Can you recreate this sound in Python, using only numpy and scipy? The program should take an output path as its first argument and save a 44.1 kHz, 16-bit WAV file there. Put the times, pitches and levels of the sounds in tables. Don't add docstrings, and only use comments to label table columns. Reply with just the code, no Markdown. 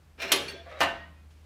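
import sys
import numpy as np
from scipy import signal
from scipy.fft import rfft, irfft
from scipy.io import wavfile
from scipy.ndimage import uniform_filter1d

SR = 44100
rng = np.random.default_rng(int(sys.argv[2]) if len(sys.argv) > 2 else 0)


def transcribe(signal):
    frames = np.atleast_2d(signal).T
    limited = np.clip(frames, -1, 1)
    pcm = np.round(limited * 32767).astype(np.int16)
    wavfile.write(sys.argv[1], SR, pcm)


def how_loud(loudness_db):
    steps = np.asarray(loudness_db, float) / 20
    return 10 ** steps


N = 63945

# time in seconds, level in dB.
CLANK_CONTACTS = [
    (.3184, -16.5),
    (.3198, -12),
    (.3216, -13),
    (.3250, -14),
    (.3276, -17),
    (.3315, -23),
    (.336, -24),
    (.362, -25.5),
]
# frequency in Hz, level in dB per Hz.
TAP_SPECTRUM = [(71, -45), (120, -20), (624, -9.5), (2810, -4), (3110, 1), (7860, -12.5), (11200, -12),
                (14900, -17), (16500, -51)]
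# frequency in Hz, time to fall 60 dB in seconds.
TAP_DECAY = [(150, 0.91), (500, 0.15), (1500, 0.21), (4000, 0.16), (8000, 0.078), (15000, 0.014)]
# time in seconds, level in dB.
KNOCK_CONTACTS = [
    (.8048, -19.5),
    (.8065, -15.5),
    (.8125, -19.5),
    (.8155, -20.5),
    (.820, -19.5),
    (.826, -28),
    (.833, -19),
    (.839, -65),
]


def evened(x):
    return x / np.sqrt(np.mean(x ** 2) + 1e-20)


def read(points, hz):
    f, value = np.transpose(points)
    return np.interp(np.log(hz + 1), np.log(f + 1), value)


def colour(x, points):
    gain = how_loud(read(points, np.fft.rfftfreq(len(x), 1 / SR)))
    return irfft(rfft(x) * gain, len(x))


def wobble(length, span_s):
    span = int(span_s * SR) + 1
    z = rng.standard_normal((length, 2))
    for _ in range(2):
        z = uniform_filter1d(z, span, axis=0)
    return evened(z[:, 0]) + 1j * evened(z[:, 1])


def dying(x, t60):
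    hz, t, z = signal.stft(x, SR, nperseg=256)
    fall_s = np.maximum(read(t60, hz), .02)[:, None]
    return signal.istft(z * how_loud(-60 * t / fall_s), SR, nperseg=256)[1][:len(x)]


def rings(modes, rough=0):
    t = np.arange(SR // 2) / SR
    total = np.zeros(len(t))
    for hz, db, t60 in modes:
        waver = 1 + rough * wobble(len(t), .025)
        tone = waver * np.exp(2j * np.pi * (hz * t + rng.random()))
        total += how_loud(db - 60 * t / t60) * tone.real
    return total


def room(x):
    # frequency in Hz, time to fall 60 dB in seconds.
    room_decay = [(200, 0.6), (600, 0.51), (2000, 0.55), (4000, 0.54), (12000, 0.28)]
    taps = np.zeros(SR)
    at = np.arange(300, SR - 20, 20)
    taps[at + rng.integers(0, 20, len(at))] = rng.choice([-1., 1.], len(at))
    tail = dying(taps, room_decay)
    return signal.fftconvolve(x, tail / np.linalg.norm(tail))[:N]


def drag(stroke, spectrum, peaks, ring_db):
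    grit_per_s, grit_spread_db = 5000, 3.5
    s, db, bright = np.transpose(stroke)
    t = np.arange(N) / SR
    strength = how_loud(grit_spread_db * np.minimum(rng.exponential(1, N), 4))
    grit = strength * (rng.random(N) < grit_per_s / SR) * rng.choice([-1, 1], N)
    modes = [(hz, level, 3.5 / width) for hz, width, level in peaks]
    sung = signal.fftconvolve(grit, rings(modes))[:N]
    rasp = evened(colour(grit, spectrum)) + how_loud(ring_db - 4) * evened(sung)
    hz, at, z = signal.stft(rasp, SR, nperseg=256)
    tilt = np.log2(np.maximum(hz, 200) / 2000)[:, None] * np.interp(at, s, bright)
    rasp = signal.istft(z * how_loud(tilt), SR, nperseg=256)[1][:N]
    rasp = signal.sosfilt(signal.butter(10, 15500, fs=SR, output="sos"), rasp)
    out = rasp * how_loud(np.interp(t, s, db, left=-120, right=-120))
    return out + how_loud(-4.5) * room(out)


def first_stroke():
    # time in seconds, level in dB, brightness in dB per octave above 2 kHz.
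    drag_path = [(.178, -61.5, 1.5), (.186, -52, -2), (.2, -45, 1), (.204, -37, 0.5), (.216, -40.5, 3.5),
                 (.221, -30, 2.5), (.232, -34.5, 2.5), (.25, -36, 0), (.27, -42.5, -1.5), (.285, -41, 2),
                 (.31, -38, -1), (.474, -51.5, -2.5), (.484, -42, 4), (.51, -50, -0.5), (.56, -62.5, -8),
                 (.61, -82, 1)]
    # frequency in Hz, level in dB per Hz.
    drag_spectrum = [(100, -23), (200, -8), (400, 1), (900, -5.5), (2300, -1), (4500, -12.5), (15000, -42),
                     (15900, -69.5)]
    # resonance in Hz, its width in Hz, level in dB.
    drag_peaks = [(405.8, 31, 2), (671.6, 21, -3), (1840, 35, -2), (1113, 80, -2), (2063, 250, -1),
                  (2358, 54, 1), (2530, 90, -0.5), (2830, 60, -3.5), (3214, 220, 3.5), (4310, 200, -1),
                  (5360, 150, -5.5), (5620, 84, -8.5)]
    return drag(drag_path, drag_spectrum, drag_peaks, ring_db=1.5)


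def second_stroke():
    # time in seconds, level in dB, brightness in dB per octave above 2 kHz.
    slide_path = [
        (.645, -76, 3),
        (.665, -54, -3.5),
        (.695, -56, 0.5),
        (.715, -50.5, -2.5),
        (.745, -52.5, -3.5),
        (.78, -50, -2.5),
        (.81, -49, 6.5),
        (.84, -64, -15.5),
    ]
    # frequency in Hz, level in dB per Hz.
    slide_spectrum = [(150, -32.5), (400, -3), (600, -9.5), (900, -9), (1800, -1), (4000, -13),
                      (15900, -42.5)]
    # resonance in Hz, its width in Hz, level in dB.
    slide_peaks = [(532, 45, 4.5), (596, 40, 1), (672, 150, 1), (790, 69, -6.5), (1160, 38, -2),
                   (1470, 50, -11), (1960, 100, -3.5), (2360, 80, -5), (2754, 54, -12.5)]
    return drag(slide_path, slide_spectrum, slide_peaks, ring_db=2.0)


def blow(rows, spectrum, t60, crack_s, crack_db, dense_db):
    t, out = np.arange(SR // 2) / SR, np.zeros(N + SR)
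    for s, db in rows:
        noise = evened(colour(rng.standard_normal(len(t)), spectrum))
        crack = noise * how_loud(crack_db) * np.exp(-t / crack_s)
        body = crack + how_loud(dense_db) * dying(noise, t60)
        out[round(s * SR):][:len(t)] += how_loud(db) * body * np.minimum(t / 0.000309, 1)
    return out[:N]


def clank():
    return blow(CLANK_CONTACTS, TAP_SPECTRUM, TAP_DECAY, crack_s=0.00094, crack_db=4.5, dense_db=-12)


def knock():
    # frequency in Hz, level in dB per Hz.
    edge_spectrum = [(120, -19.5), (480, -12), (620, -1), (1200, -5.5), (2100, -7), (4500, -16),
                     (5000, -20.5), (15000, -29), (15900, -62)]
    # frequency in Hz, time to fall 60 dB in seconds.
    edge_decay = [(150, 0.94), (500, 0.28), (1500, 0.29), (4000, 0.22), (8000, 0.11), (15000, 0.081)]
    return blow(KNOCK_CONTACTS, edge_spectrum, edge_decay, crack_s=0.00061, crack_db=-2.5, dense_db=-10.5)


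def struck(start_s, modes, swell_s):
    t, out = np.arange(SR // 2) / SR, np.zeros(N + SR)
    damp_db_per_s2 = 220
    for group, db in modes:
        fade = how_loud(db - damp_db_per_s2 * t ** 2) * np.minimum(t / swell_s, 1)
        out[round(start_s * SR):][:len(t)] += fade * rings(group, .14)
    return out[:N]


def plate_ringing():
    # tone in Hz, level in dB, time to fall 60 dB in seconds.
    plate_low = [(562.4, -14.5, 1), (677, -19, 0.12), (853, -23, 0.34), (1157, -8, 0.41), (2090, -3, 0.17),
                 (2480, -4.5, 0.17), (2575, -13, .15), (3036, -5.5, 0.19), (3142, -9, 0.22),
                 (3660, -24, 0.51), (4187, -17, 0.22)]
    plate_high = [(6660, -12.5, .2), (8540, -9.5, 0.18), (10200, 0.5, 0.15), (10750, 2.5, 0.19),
                  (13300, -6, 0.064), (14720, -9.5, .1)]
    return struck(CLANK_CONTACTS[0][0], [(plate_low, -24), (plate_high, -34)], swell_s=0.0019)


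def table_ringing():
    # tone in Hz, level in dB, time to fall 60 dB in seconds.
    table_low = [(284, -8.5, 0.34), (548, -3, 0.33), (675.4, -2.5, 0.79), (835, 5, 0.1), (899, 2.5, 0.14),
                 (956, 4, 0.13), (1077, 2, 0.18), (1208, -2, 0.23), (1530, -5.5, 0.53), (1794, 0, 0.4),
                 (1879, -16, 0.71), (2140, -23, 0.22), (2283, -12, 0.14)]
    table_high = [(2430, 4.5, 0.17), (2606, -2, 0.24), (2781, 1.5, 0.34), (2900, 2.5, 0.22),
                  (2990, -4.5, 0.37), (3264, -17, 0.49), (3650, -4.5, 0.15), (4000, -6, 0.14),
                  (4226, -5.5, 0.17), (4520, -9.5, 0.19), (4680, -24, 0.098), (5280, -2, 0.086),
                  (6120, -4, 0.076)]
    return struck(KNOCK_CONTACTS[0][0], [(table_low, -25), (table_high, -29)], swell_s=.011)


def settling():
    # time in seconds, level in dB.
    settle_contacts = [
        (.334, -28.5),
        (.345, -34),
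        (.358, -37),
    ]
    # tone in Hz, level in dB, time to fall 60 dB in seconds.
    settle_tones = [(275, -7.5, 0.22), (384, 2, 0.16), (465, -8.5, 0.54), (564, -3.5, 0.43),
                    (146, -23, 0.42)]
    impulses = np.zeros(N)
    for s, db in settle_contacts:
        impulses[round(s * SR)] += how_loud(db) * rng.choice([-1, 1])
    swell = np.minimum(np.arange(SR // 2) / SR / .004, 1)
    return signal.fftconvolve(impulses, rings(settle_tones, 0.26) * swell)[:N]


def chirps():
    # time in seconds, level in dB.
    touches = [
        (.1888, -56.5),
        (.1958, -52.5),
        (.2028, -49),
        (.218, -46.5),
        (.2215, -45.5),
        (.4812, -52),
        (.4932, -43),
        (.7132, -63),
    ]
    return blow(touches, TAP_SPECTRUM, TAP_DECAY, crack_s=0.0035, crack_db=-8.5, dense_db=-11)


def brief_tones():
    # start in seconds, length in seconds, pitch in Hz.
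    tone_list = [(.216, .01, 9200), (.27, .022, 13500), (.28, .02, 11400), (.283, .02, 14600),
                 (.481, .008, 4400), (.479, .022, 9840), (.481, .01, 6300), (.481, .012, 8440),
                 (.497, .025, 13900), (.535, .075, 3430), (.50, .095, 1594), (.56, .06, 673),
                 (.665, .03, 680), (.714, .025, 1260), (.722, .018, 3700), (.765, .03, 3850),
                 (.43, .07, 148), (.83, .05, 160), (.91, .085, 50), (.209, .065, 175), (.391, .093, 10760),
                 (.493, .012, 4480), (.488, .03, 2778), (.488, .04, 3354), (.482, .035, 1880),
                 (.525, .012, 4350), (.50, .012, 6300), (.50, .015, 8440), (.70, .012, 1814),
                 (.715, .01, 1950), (.775, .02, 1590), (.735, .015, 530), (.77, .025, 565), (.25, .06, 684),
                 (.34, .03, 385), (.40, .17, 380), (.40, .17, 565), (.28, .03, 4300), (.28, .03, 5324),
                 (1.04, .07, 165), (.90, .145, 1876), (.90, .19, 1513), (1.0, .1, 2950), (.86, .07, 2781),
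                 (.89, .1, 552), (1.15, .07, 2500), (.37, .07, 822), (.183, .02, 1600), (.328, .05, 4250),
                 (.72, .07, 800), (.33, .05, 10760)]
    tone_levels = [-56, -64, -67.5, -68.5, -41, -53, -64, -60, -66, -54, -56, -47.5, -50, -52.5, -57.5, -58,
                   -50.5, -48, -50, -56, -65, -41, -46, -54, -46, -48.5, -55, -58.5, -45.5, -54, -58, -64,
                   -56, -46, -41, -57.5, -47, -52.5, -55.5, -56.5, -50.5, -58, -66, -43.5, -55.5, -71, -45,
                   -54.5, -36.5, -60.5, -47]
    waver_cycles, fade_s = 35, .008
    t, out = np.arange(N) / SR, np.zeros(N)
    for (s, length, hz), db in zip(tone_list, tone_levels):
        shape = np.clip((t - s) / 0.0011, 0, 1) * np.exp(-np.maximum(t - s - length, 0) / fade_s)
        waver = 1 + 0.28 * wobble(N, waver_cycles / hz)
        out += how_loud(db) * shape * (waver * np.exp(2j * np.pi * hz * t)).real
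    return out


def fan():
    # time in seconds, pitch in Hz, level in dB.
    hum_path = [
        (0.0, 82.5, -59),
        (0.27, 73.9, -57),
        (0.282, 81.8, -63),
        (0.382, 78.4, -55.5),
        (0.9, 78.1, -51.5),
        (0.908, 78.7, -60),
        (1.041, 76.3, -52),
        (1.45, 77, -53),
    ]
    t = np.arange(N) / SR
    s, hz, db = np.transpose(hum_path)
    level = how_loud(np.interp(t, s, db) + 1.1 * wobble(N, 0.035).real)
    phase = 2 * np.pi * np.cumsum(np.interp(t, s, hz)) / SR + 1.8
    return np.sqrt(2) * level * np.sin(phase)


def still_air():
    # frequency in Hz, level in dB per Hz.
    air_spectrum = [(25, -55.5), (40, -18), (55, -8), (91, -18), (150, -15.5), (332, -26.5), (1300, -31.5),
                    (15400, -50), (16000, -71)]
    return how_loud(-61) * evened(colour(rng.standard_normal(N), air_spectrum))


def sleeve():
    # time in seconds, level in dB.
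    rustle_path = [
        (1.29, -97),
        (1.31, -65.5),
        (1.35, -69.5),
        (1.45, -74),
    ]
    # frequency in Hz, level in dB per Hz.
    cloth_spectrum = [(300, -12), (3000, 0.5), (6500, -8.5), (12000, -16.5), (15800, -49)]
    noise = rng.standard_normal(N)
    flutter = how_loud(2 * evened(uniform_filter1d(rng.standard_normal(N), size=300)))
    cloth = evened(colour(noise * flutter, cloth_spectrum))
    return cloth * how_loud(np.interp(np.arange(N) / SR, *np.transpose(rustle_path)))


def scene():
    hits = clank() + knock() + settling() + chirps()
    metal = plate_ringing() + table_ringing()
    rubs = brief_tones()
    work = metal + how_loud(-16.5) * room(metal)
    work += hits + how_loud(-11.5) * room(hits)
    work += first_stroke()
    work += second_stroke()
    work = signal.sosfilt(signal.butter(2, 112, "high", fs=SR, output="sos"), work)
    mix = work + rubs + how_loud(-14) * room(rubs) + fan() + still_air() + sleeve()
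    return mix[None]


def top_cut(x):
    return signal.sosfilt(signal.butter(12, 16800, fs=SR, output="sos"), x)


def record(dry):
    return top_cut(dry)


dry = scene()
out = record(dry)
transcribe(out)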